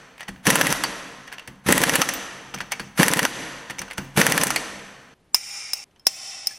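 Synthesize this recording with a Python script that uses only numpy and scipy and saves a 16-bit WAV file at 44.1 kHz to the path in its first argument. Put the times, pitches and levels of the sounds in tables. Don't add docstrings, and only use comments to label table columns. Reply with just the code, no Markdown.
import sys
import numpy as np
from scipy import signal
from scipy.fft import rfft, irfft, next_fast_len
from scipy.io import wavfile
from scipy.ndimage import uniform_filter1d

SR = 44100
rng = np.random.default_rng(int(sys.argv[2]) if len(sys.argv) > 2 else 0)


def amplitude_ratio(level_db):
    exponent = np.asarray(level_db, float) / 20
    return 10 ** exponent


def inscribe(sig):
    pcm = np.round(np.clip(np.atleast_2d(sig).T, -1, 1) * 32767)
    wavfile.write(sys.argv[1], SR, pcm.astype(np.int16))


N = 290178

# t/s, peak level/dB, socket ring level/dB and anvil ring level/dB
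# (both against the wheel), loudest wheel spoke f/Hz
HAMMER_BLOWS = [
    [(.5028, -1, -7.5, -3.5, 1970), (.5556, -1.5, -24.5, -0.5, 1660), (.6115, -2, -11, -6, 1710),
     (.6684, -6.5, -28, -1, 1950), (.7257, -1.5, -7, -1, 1690)],
    [(1.724, 1.5, -21.5, 7, 1960), (1.7784, -3, -21.5, -1, 1950), (1.8362, -2.5, -12.5, -6.5, 1710),
     (1.8946, -2.5, -5, -4.5, 1960), (1.955, -0.5, -18, -2, 1730), (2.0168, -1, -1, -2.5, 1330)],
    [(3.0305, 2.5, -11.5, -6, 1900), (3.0819, -1.5, -13.5, 2.5, 1820), (3.1353, -3.5, -17, 0, 1850),
     (3.1921, -1.5, -13, -7, 1860), (3.251, -3.5, -0.5, -5.5, 1570)],
    [(4.2143, 1, -8.5, -10, 1760), (4.2657, 0, -11.5, -2, 1760), (4.3211, -4, -6.5, -1.5, 1990),
     (4.3774, -3.5, -9, -1.5, 1750), (4.4348, -3, -4, 5.5, 1740)],
]
# first hiss t/s, motor start t/s, shut t/s, air thump level/dB, automatic gain while running level/dB
VALVE = [
    (0.442, 0.465, 0.76, -15, 1),
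    (1.652, 1.688, 2.043, -16.5, 0.5),
    (2.964, 2.991, 3.284, -10, -4),
    (4.152, 4.172, 4.464, -11, 0),
]
# t/s, peak level/dB, loudest spoke f/Hz,
# socket ring level/dB and anvil ring level/dB (both against the wheel)
SOCKET_CLINKS = [(0.179, -35.5, 2360, -19, -8), (0.206, -22, 1900, -14, -12.5),
                 (0.282, -21.5, 1880, -14.5, -13.5), (0.3601, -38, 1670, -28, -31),
                 (0.8362, -9.5, 1450, -7.5, -4.5), (1.2772, -31, 1900, -10, -17),
                 (1.325, -21.5, 1710, -15.5, -12), (1.382, -24.5, 2760, -12.5, -17.5),
                 (1.475, -24.5, 1850, -11, -5.5), (2.0882, -8, 1900, -6, -7.5), (2.136, -19, 3020, -5, 3),
                 (2.5438, -19.5, 1300, -3.5, -6.5), (2.576, -29, 2230, -18, -21),
                 (2.604, -15.5, 1600, -17.5, -23), (2.7191, -12, 2250, -3.5, -2.5),
                 (2.796, -16.5, 1670, -23, -14), (3.705, -20, 2030, -14, -5.5),
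                 (3.791, -15, 2340, 6, -14.5), (3.816, -19, 1610, -19.5, -4.5),
                 (3.91, -22, 2090, -29.5, -11), (3.9794, -12.5, 1550, -15, -9.5),
                 (4.468, -11, 1800, -3.5, -1), (4.5042, -8, 1400, -5, -5), (4.5598, -8.5, 2190, -25, -3.5)]
# t/s, level/dB
SOFT_THUDS = [(0.288, -26.5), (1.482, -30.5), (1.661, -22.5), (1.677, -15.5), (2.543, -27.5),
              (2.611, -33), (2.801, -27), (3.702, -32), (3.8, -29), (3.985, -21), (4.158, -27.5),
              (.455, -29.5)]
# f/Hz, level/dB per Hz
EXHAUST_COLOUR = [(410, -24.5), (700, -6), (1860, -4), (2070, -6), (4460, -14), (5290, -16.5), (6040, -11),
                  (6990, -19), (11200, -11.5), (15700, -33.5), (16500, -50.5)]

SHANK_HZ = 11060
ECHO_HELD_DB = -30.5


def evened(x):
    return x / np.sqrt(np.mean(x ** 2) + 1e-20)


def read(points, hz):
    f, value = np.transpose(points)
    return np.interp(np.log(hz + 1), np.log(f + 1), value)


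def coloured(x, points):
    size = next_fast_len(len(x))
    gain = amplitude_ratio(read(points, np.fft.rfftfreq(size, 1 / SR)))
    return irfft(rfft(x, size) * gain, size)[:len(x)]


def add(mix, s, sound):
    part = mix[round(s * SR):][:len(sound)]
    part += sound[:len(part)]


def level(rows):
    s, db = np.transpose(rows)
    t = np.arange(N) / SR
    inside = (t >= s[0]) * (t < s[-1])
    return abs(uniform_filter1d(amplitude_ratio(np.interp(t, s, db)) * inside, size=100))


def ring(drive, modes, detune):
    out = 0
    for hz, width, db in modes:
        r = np.exp(-np.pi * width / SR)
        w = 2 * np.pi * min(hz * detune, 21000) / SR
        out = out + amplitude_ratio(db) * np.sin(w) * signal.lfilter([1], [1, -2 * r * np.cos(w), r * r], drive)
    return out / np.max(abs(out))


def fair(x):
    z = rfft(x)
    lumps = np.sqrt(uniform_filter1d(abs(z) ** 2, size=25)) + 1e-9
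    out = irfft(z / lumps ** 0.63, len(x))
    return out * (np.arange(len(x)) < 4500)


def small(x):
    x = signal.sosfilt(signal.butter(2, 680, "high", fs=SR, output="sos"), x)
    return x / np.max(abs(x))


def strike(parts_db, crack_s, rattle_s, rattle_db, spoke_hz, rise_s=0.00037):
    # f/Hz, width f/Hz, level/dB
    wheel_modes = [(980, 370, 1.5), (1450, 410, -14), (1944, 260, 0.5), (2347, 400, 1), (2800, 520, 4.5),
                   (3200, 290, -14), (4400, 200, -7)]
    socket_modes = [(5650, 240, -8), (6080, 210, -1.5), (8400, 1200, -4)]
    anvil_modes = [(8000, 900, -3), (8900, 800, -1), (9800, 800, 0), (12500, 1200, -8), (11080, 130, -10)]
    thin_modes = [(14100, 1800, 10), (14000, 900, -11), (15200, 700, -3)]
    t = np.arange(5000) / SR
    lumps = amplitude_ratio(2.7 * evened(uniform_filter1d(rng.standard_normal(len(t)), size=90)))
    rattle = amplitude_ratio(rattle_db) * lumps * np.exp(-t / rattle_s)
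    shape = (1 - np.exp(-t / rise_s)) * (np.exp(-t / crack_s) + rattle)
    noise, detune = rng.standard_normal((4, len(t))), rng.uniform(0.98, 1.005)
    with_spoke = wheel_modes + [(spoke_hz / detune, 190, 4.5)]
    all_modes = (with_spoke, socket_modes, anvil_modes, thin_modes)
    out = 0
    for n, modes, db, brief in zip(noise, all_modes, parts_db, (0.98, 1.24, 1.55, 1.6)):
        out = out + amplitude_ratio(db) * ring(fair(n * shape ** brief), modes, detune)
    return small(out)


def garage(x, colour):
    # f/Hz, t/s
    echo_time = [(60, 0.44), (200, 1.88), (1000, 3.1), (2500, 2.4), (5000, 1.83), (8000, 1.63), (12000, 1),
                 (16000, .5)]
    hz, t, z = signal.stft(rng.standard_normal(2 * SR), SR, nperseg=256)
    tail = signal.istft(z * amplitude_ratio(-60 * t / read(echo_time, hz)[:, None]), SR, nperseg=256)[1]
    wet = coloured(signal.fftconvolve(x, tail)[:len(x)], colour)
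    loud = uniform_filter1d(uniform_filter1d(wet ** 2, size=1500), size=1500)
    return wet / np.sqrt(abs(loud) + 1e-12)


def swell(events, against_db, rise_s, db_per_s):
    power = 0
    for s, db, *_ in events:
        top = db + against_db
        power = power + level([(s, top - 11), (s + rise_s, top), (s + rise_s + 1, top - db_per_s)]) ** 2
    return power


def echo_level():
    leftover_db, back_db, db_per_s = -46.5, -32.5, 37.5
    power = level([(0, leftover_db), (1, leftover_db - db_per_s)]) ** 2
    power = power + swell(SOCKET_CLINKS, -28, 0.014, 78.5)
    for hiss, start, shut, _, held_db in VALVE:
        back = shut + 0.14
        power += level([(hiss - .012, -55), (start + 0.023, -24.5 + held_db), (shut, ECHO_HELD_DB + held_db),
                        (back, back_db), (back + 1, back_db - db_per_s)]) ** 2
    return np.sqrt(power)


def shank_echo():
    modes = [(SHANK_HZ, 60, 0), (SHANK_HZ - 110, 90, -4), (SHANK_HZ + 230, 200, 4)]
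    return amplitude_ratio(-16) * evened(ring(rng.standard_normal(N), modes, 1))


def socket():
    touches = [(1.318, -30, 1900, -13.5, -24), (1.332, -30, 2020, -18, -10.5),
               (1.481, -31, 2000, -14.5, -10), (2.539, -22, 1490, -23.5, -24),
               (2.56, -25.5, 1970, -21.5, -23.5), (2.585, -28.5, 2500, -12, -9.5),
               (.838, -10.5, 4560, -21.5, -19), (4.561, -13, 4400, -15.5, -20),
               (2.713, -25, 3040, -19.5, -16.5), (3.698, -21, 1800, -10.5, -13),
               (3.784, -23, 2200, -7.5, -7), (3.902, -30, 1990, -22, -16), (3.932, -28, 2500, -4, -1),
               (3.974, -30, 1520, -13, -9), (5.91, -55, 3000, -6, -16), (5.96, -48.5, 3000, -11, -20),
               (.195, -34, 2300, -12, -16), (0.199, -33, 2520, -13.5, -15.5), (.215, -29.5, 1900, -9, -17),
               (.229, -29.5, 2017, -9, -15.5), (.279, -31.5, 903, -20.5, -23.5),
               (.289, -26.5, 1900, -12.5, -10), (1.273, -37.5, 2200, -15, -9.5),
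               (1.338, -33, 1800, -13.5, -13), (1.344, -34, 1700, -15.5, -16.5),
               (1.394, -28.5, 2800, -12.5, -11.5), (1.422, -37.5, 3020, -12.5, -17.5),
               (2.611, -20, 1800, -12, -10.5), (2.707, -40, 2000, -14.5, -11),
               (2.801, -23.5, 4500, -14.5, -4.5), (3.88, -33, 1603, -17, -14),
               (3.985, -26, 1600, -13, -3.5), (4.478, -17.5, 2720, -10.5, 6)]
    # t/s, peak level/dB, wheel ring level/dB and
    # socket ring level/dB (both against the anvil), loudest spoke f/Hz
    cam_catches = [(.468, -2, 5, -4.5, 1757), (.703, -15, 1.5, 2, 1800), (1.686, -4.5, 8, -20, 1960),
                   (1.708, -15.5, -39, -25.5, 1900), (1.757, -24, -5, -4, 1900), (1.816, -14, -4, -4, 1796),
                   (1.936, -10.5, 4, -2.5, 1785), (2.996, -7, 12, -6.5, 1685), (3.113, -14.5, -6, 6, 1800),
                   (3.17, -12.5, 1, -13, 1800), (3.229, -11, 1, -1.5, 1820), (4.174, -7, 0.5, -10, 2332),
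                   (4.297, -17, -6, -4.5, 1800), (4.412, -10.5, 4.5, 2, 1800),
                   (3.061, -17.5, 3.5, 5.5, 1800), (3.093, -18, 4, -10, 1660), (.562, -12.5, 6, -10, 1480),
                   (4.2, -13.5, 5.5, -11, 2400)]
    # t/s, level/dB, f/Hz
    ring_pings = [
        (.283, -56, 14500),
        (1.325, -49, 13800),
        (2.137, -26.5, 13744),
        (2.716, -44, 13780),
        (3.792, -47.5, 13800),
        (.185, -59.5, 12000),
        (6.509, -38.5, 1720),
        (5.997, -51, 5300),
        (5.997, -61, 3200),
    ]
    out, t = np.zeros(N), np.arange(8000) / SR
    for s, db, spoke_hz, socket_db, anvil_db in SOCKET_CLINKS + touches:
        parts_db = (0, socket_db, anvil_db, -23 + 0.86 * anvil_db)
        add(out, s, amplitude_ratio(db + 0.5) * strike(parts_db, 0.0024, 0.012, -11.5, spoke_hz, .0009))
    for s, db, wheel_db, socket_db, spoke_hz in cam_catches:
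        add(out, s, amplitude_ratio(db) * strike((wheel_db, socket_db, 0, -14), 0.0028, 0.015, -6.0, spoke_hz))
    for s, db, hz in ring_pings:
        add(out, s, amplitude_ratio(db - 60 * t / 0.09) * np.sin(2 * np.pi * hz * t))
    return out


def tyre():
    # f/Hz, width f/Hz, level/dB
    cavity_modes = [(100, 62, -25), (199.2, 25, 5), (259, 37, -3.5), (353, 16, 1), (484, 41, 9.5)]
    out = np.zeros(N)
    push = np.r_[np.hanning(120), np.zeros(12000)]
    for s, db in SOFT_THUDS:
        add(out, s, amplitude_ratio(db) * ring(push, cavity_modes, rng.uniform(1.0, 1.02)))
    return out


def exhaust_flow():
    flow = 0
    for hiss, start, shut, thump_db, held_db in VALVE:
        flow = flow + level([(hiss - .014, -56.5),
                             (hiss + .011, -35.5),
                             (hiss + .012, -21.5),
                             (start + .023, thump_db - 6),
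                             (start + .077, -26),
                             (shut - .017, -26 + 0.74 * held_db),
                             (shut + .008, -30 + held_db),
                             (shut + .0262, -40.5)])
    return flow


def spin_up(start, end, blow, db, growth):
    # f/Hz, width f/Hz, level/dB
    muffler_modes = [(185, 118, 1.5), (299, 81, -0.5), (518, 135, 9), (1014, 79, 4), (1300, 200, 6),
                     (1900, 420, 1)]
    strike_hz, climb_hz_per_s, crawl_hz = 300, 5900, 150
    t = np.arange(0, end - start, 1 / SR)
    u, phase, noise = t / t[-1], rng.uniform(0, 0.066), rng.standard_normal(SR // 10)[:len(t)]
    left = blow - start - t
    turns = np.cumsum(np.maximum(strike_hz - climb_hz_per_s * left, crawl_hz)) / SR
    turns = turns - np.interp(0, -left, turns, right=turns[-1]) + .58
    turns = turns + 0.077 * uniform_filter1d(noise, size=150) + phase
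    puffs = np.exp(-(turns % 1) / 0.071) * (1 + .5 * uniform_filter1d(noise, size=8))
    edge = signal.windows.tukey(len(t), .1) * (0.5 + growth * u)
    tone = evened(ring(puffs - puffs.mean(), muffler_modes, 1.0))
    return -amplitude_ratio(db) * tone * edge, puffs * edge


def blow_dips():
    dip, t = np.zeros(N), np.arange(4000) / SR
    for s, *_ in sum(HAMMER_BLOWS, []):
        add(dip, s, 0.46 * (1 - np.exp(-t / .002)) * np.exp(-(t / 0.027) ** 2))
    return np.clip(1 - dip, .05, 1)


def impact_wrench():
    strokes = [.039, .0335, .0335, .039]
    # start t/s, end t/s, level/dB
    run_on = [
        (0.751, 0.752, -18.5),
        (4.457, 4.478, -23),
    ]
    # t/s, level/dB
    muffler_pops = [
        (0.4705, -13.5),
        (1.6904, -8.5),
        (3, -11.5),
        (4.1774, -12.5),
    ]
    hits, motor, puffing = np.zeros((3, N))
    t, long = np.arange(2000) / SR, np.arange(9000) / SR
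    for (hiss, start, shut, thump_db, _), blows, stroke in zip(VALVE, HAMMER_BLOWS, strokes):
        thump = np.sin(2 * np.pi * 195 * t) * np.exp(-t / 0.015) * (1 - np.exp(-t / 0.0019))
        add(hits, start, amplitude_ratio(thump_db) * thump)
        motor_db, growth = -11.5, -.15
        for k, (s, db, socket_db, anvil_db, spoke_hz) in enumerate(blows):
            start = start if k == 0 else s - stroke
            tone, puffs = spin_up(start, s + 0.0055, s, motor_db, growth)
            add(motor, start, tone)
            add(puffing, start, puffs)
            parts_db = (0, socket_db - 1.0, anvil_db, -15)
            add(hits, s, amplitude_ratio(db) * strike(parts_db, 0.00096, 0.0078, -10.5, spoke_hz))
            add(hits, s, amplitude_ratio(db - 31 - 60 * long / 0.077) * np.sin(2 * np.pi * SHANK_HZ * long))
            motor_db, growth = -20.5 + k * 0.12, .05
    for s, db in muffler_pops:
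        pop = np.sin(2 * np.pi * 263 * t + .6) * np.exp(-t / .003) * (1 - np.exp(-t / .0003))
        add(hits, s, -amplitude_ratio(db + 7) * pop)
    for start, end, db in run_on:
        add(motor, start, spin_up(start, end, start + 0.029, db, .1)[0])
    jet = evened(coloured(rng.standard_normal(N), EXHAUST_COLOUR))
    dulled = coloured(jet, [(2500, -0.1), (6000, -6.5)])
    air = 0.43 * jet + 3.7 * puffing * dulled
    no_bass = signal.butter(2, 95, "high", fs=SR, output="sos")
    tool = signal.sosfilt(no_bass, hits + motor)
    return tool + amplitude_ratio(3.0) * air * exhaust_flow() * blow_dips()


def torque_wrench():
    # t/s, peak level/dB, handle knock level/dB, broad snap level/dB, ducking t/s
    clicks = [
        (5.3454, 2.5, -13, -11, 0.012),
        (5.7337, -9, -46, -12.5, 0.051),
        (5.996, -41, -23.5, -26, 0.008),
        (6.0687, 4, -18.5, -14.5, 0.0094),
        (6.471, -5, -46, -20, 0.012),
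    ]
    head_hz = [810, 2400, 2680, 4000, 4800, 5165, 5425, 5560, 5700, 5880, 6150, 6890, 7780, 8280, 9050,
               9560, 10400, 10850, 11080, 11750, 12350, 13200, 13830, 14300, 14575, 15200]
    # level/dB, time to die by 60 dB t/s
    head_modes = [(-30.5, 0.3), (-27, 0.054), (-28, 0.074), (-26.5, 0.03), (-16, 0.025), (6.5, 0.029),
                  (-1, 0.026), (-14, .025), (-21, 0.02), (-20, 0.03), (-13, 0.055), (-17.5, 0.05),
                  (-23, 0.03), (-13.5, 0.029), (-10.5, 0.036), (-9.5, 0.031), (-9.5, 0.0252),
                  (-15.5, 0.019), (-17, 0.03), (-26, .025), (-24, .025), (-26, .03), (-10, 0.04),
                  (-12, 0.033), (-16, .03), (-17, .025)]
    neighbours_db = [-2, -10, 0, 4, -8]
    # f/Hz, width f/Hz, level/dB
    handle_modes = [(810, 60, -3), (2240, 120, -6), (2390, 97, -3), (2700, 100, -5), (3520, 400, 0.5),
                    (4950, 200, -5)]
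    near, full, t = np.zeros(N), np.zeros(N), np.arange(6000) / SR
    top = np.argmax(np.transpose(head_modes)[0])
    for (s, db, knock_db, snap_db, duck_s), beside_db in zip(clicks, neighbours_db):
        turn = rng.random(len(head_modes))
        turn[top:top + 4] = 0
        modes = [amplitude_ratio(m_db - 60 * t / t60) * np.sin(2 * np.pi * (hz * t + p))
                 for hz, (m_db, t60), p in zip(head_hz, head_modes, turn)]
        strong = modes[top] + amplitude_ratio(beside_db) * sum(modes[top + 1:top + 4])
        head = strong + sum(modes[:top] + modes[top + 4:])
        peak = np.max(abs(strong))
        knock = amplitude_ratio(knock_db) * np.sin(2 * np.pi * 1000 * t) * np.exp(-t / 0.0016)
        burst = rng.standard_normal(len(t)) * (np.exp(-t / 0.0016) + 0.07 * np.exp(-t / 0.018))
        snap = amplitude_ratio(snap_db + 9.0) * small(fair(burst))
        click = amplitude_ratio(db) * (head / peak + knock + snap) * (1 - np.exp(-t / 0.00012))
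        hum = amplitude_ratio(-20) * ring(1. * (t == 0), handle_modes, 1)
        spread = sum(modes) - 0.79 * modes[top]
        add(full, s, amplitude_ratio(db) * (spread / peak + 0.74 * snap + hum))
        slip = np.sin(2 * np.pi * 2500 * t) * np.exp(-t / 0.00035)
        add(near, s - 0.00051, amplitude_ratio(db - 17.5) * slip)
        add(near, s, click * np.exp(-t / duck_s))
        add(near, s + 0.0041, amplitude_ratio(-20) * click * np.exp(-t / 0.012))
    return near, full


def thinned(x):
    # f/Hz, level/dB under the loudest band
    masked = [(6000, 58.5), (9000, 50), (11200, 40), (12000, 28.5), (14000, 40), (15600, 35.5),
              (16300, 13.5)]
    hz, t, z = signal.stft(x, SR, nperseg=1024)
    band_db = 10 * np.log10((abs(z[:512]) ** 2).reshape(64, 8, -1).mean(1) + 1e-16)
    whim_db = 4 * np.repeat(rng.standard_normal((64, len(t))), 5, axis=1)[:, :len(t)]
    faint = band_db + whim_db < band_db.max(0) - read(masked, hz[4:512:8])[:, None]
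    z[:512] *= np.repeat(1. - faint, 8, 0)
    return signal.istft(z, SR, nperseg=1024)[1][:N]


def side_of(mid):
    # f/Hz, side against mid level/dB
    side_width = [(60, -24.5), (180, -22.5), (550, -19), (1650, -20), (4970, -16), (15000, -11.5)]
    hz, t, z = signal.stft(mid, SR, nperseg=1024)
    moments = np.repeat(rng.random(len(t)), 3)[:len(t)] < .14
    patches = rng.random((len(hz) // 12 + 1, len(t)))
    spots = np.repeat(np.repeat(patches, 12, 0), 2, 1)[:len(hz), :len(t)] < .1
    noise = np.exp(2j * np.pi * rng.random(z.shape)) * uniform_filter1d(abs(z), size=9, axis=0)
    return coloured(signal.istft(noise * (moments | spots), SR, nperseg=1024)[1][:N], side_width)


def scene():
    # f/Hz, level/dB
    walls = [(40, -23.5), (140, -13), (300, 3), (1000, -2.5), (1900, -2.5), (3400, 1), (7000, 1),
             (12000, -7), (16000, -6)]
    walls_click = [(500, -2), (800, 2.5), (1500, -1.5), (2500, 10), (4000, 1.5), (7000, 5.5), (11000, -4),
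                   (12200, -7), (14000, -4.5), (16000, -3)]
    # t/s after the click, level/dB
    click_echo = [
        (.004, -25.5),
        (.043, -38.5),
        (.11, -38.5),
        (.22, -35),
        (.385, -39.5),
        (.41, -38.5),
        (.445, -39),
        (.52, -46),
    ]
    # release t/s, scene change t/s, level/dB
    shots = [
        (5.346, 5.842, 1.5),
        (6.064, 6.578, 0),
    ]
    # f/Hz, level/dB per Hz
    room_colour = [(20, 7), (60, -4.5), (200, -5.5), (500, -12), (2800, -23), (7000, -32.5), (12000, -32.5),
                   (16500, -53)]
    rumble_colour = [(20, 0), (90, -16), (125, -16), (136, 4), (148, -14.5), (185, -4), (200, 3),
                     (215, -18), (250, -5.5), (300, -15.5), (400, -41.5)]
    tools, (near, clicks) = impact_wrench() + socket() + tyre(), torque_wrench()
    flow = exhaust_flow()
    far_air = amplitude_ratio(2.5) * evened(coloured(rng.standard_normal(N), EXHAUST_COLOUR)) * flow
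    running = uniform_filter1d(1. * (flow > .02), size=400)
    far = (tools + far_air) * amplitude_ratio(4.5 * running)
    earlier = far[4 * SR:5 * SR]
    t = np.arange(N) / SR
    first, wet = t < 5.14, echo_level()
    echo = garage(np.r_[earlier, far], walls)[SR:] * wet * first * blow_dips()
    first_click = t < 5.85
    for (release, end, db), part in zip(shots, (first_click, ~first_click)):
        curve = level([(release + s, db + e_db) for s, e_db in click_echo])
        echo += garage(clicks * part, walls_click) * curve * (t < end)
    quiet = amplitude_ratio(-59) * evened(coloured(rng.standard_normal(N), room_colour))
    lifted = amplitude_ratio(-41.5) * (wet / amplitude_ratio(ECHO_HELD_DB)) ** 0.7
    lifted = np.sqrt(lifted ** 2 + swell(SOFT_THUDS, -10, 0.0035, 122))
    rumble = evened(coloured(rng.standard_normal(N), rumble_colour)) * lifted * first
    echo += shank_echo() * wet * np.sqrt(wet / wet.max()) * first
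    socket_tone = evened(ring(rng.standard_normal(N), [(6110, 200, 0)], 1))
    echo += amplitude_ratio(-20) * socket_tone * wet * first
    mid = thinned(tools + near + echo + quiet + rumble)
    side = amplitude_ratio(3.0) * side_of(mid)
    return np.array([mid + side, mid - side])


def roll_off(x):
    return signal.sosfilt(signal.butter(12, 16970, fs=SR, output="sos"), x)


def record(dry):
    dry = np.clip(dry, -.8, .8)
    x = signal.oaconvolve(dry, signal.firwin(255, 15950, fs=SR)[None], "same")
    x = signal.sosfilt(signal.butter(2, 45, "high", fs=SR, output="sos"), x)
    return roll_off(x)


dry = scene()
out = record(dry)
inscribe(out)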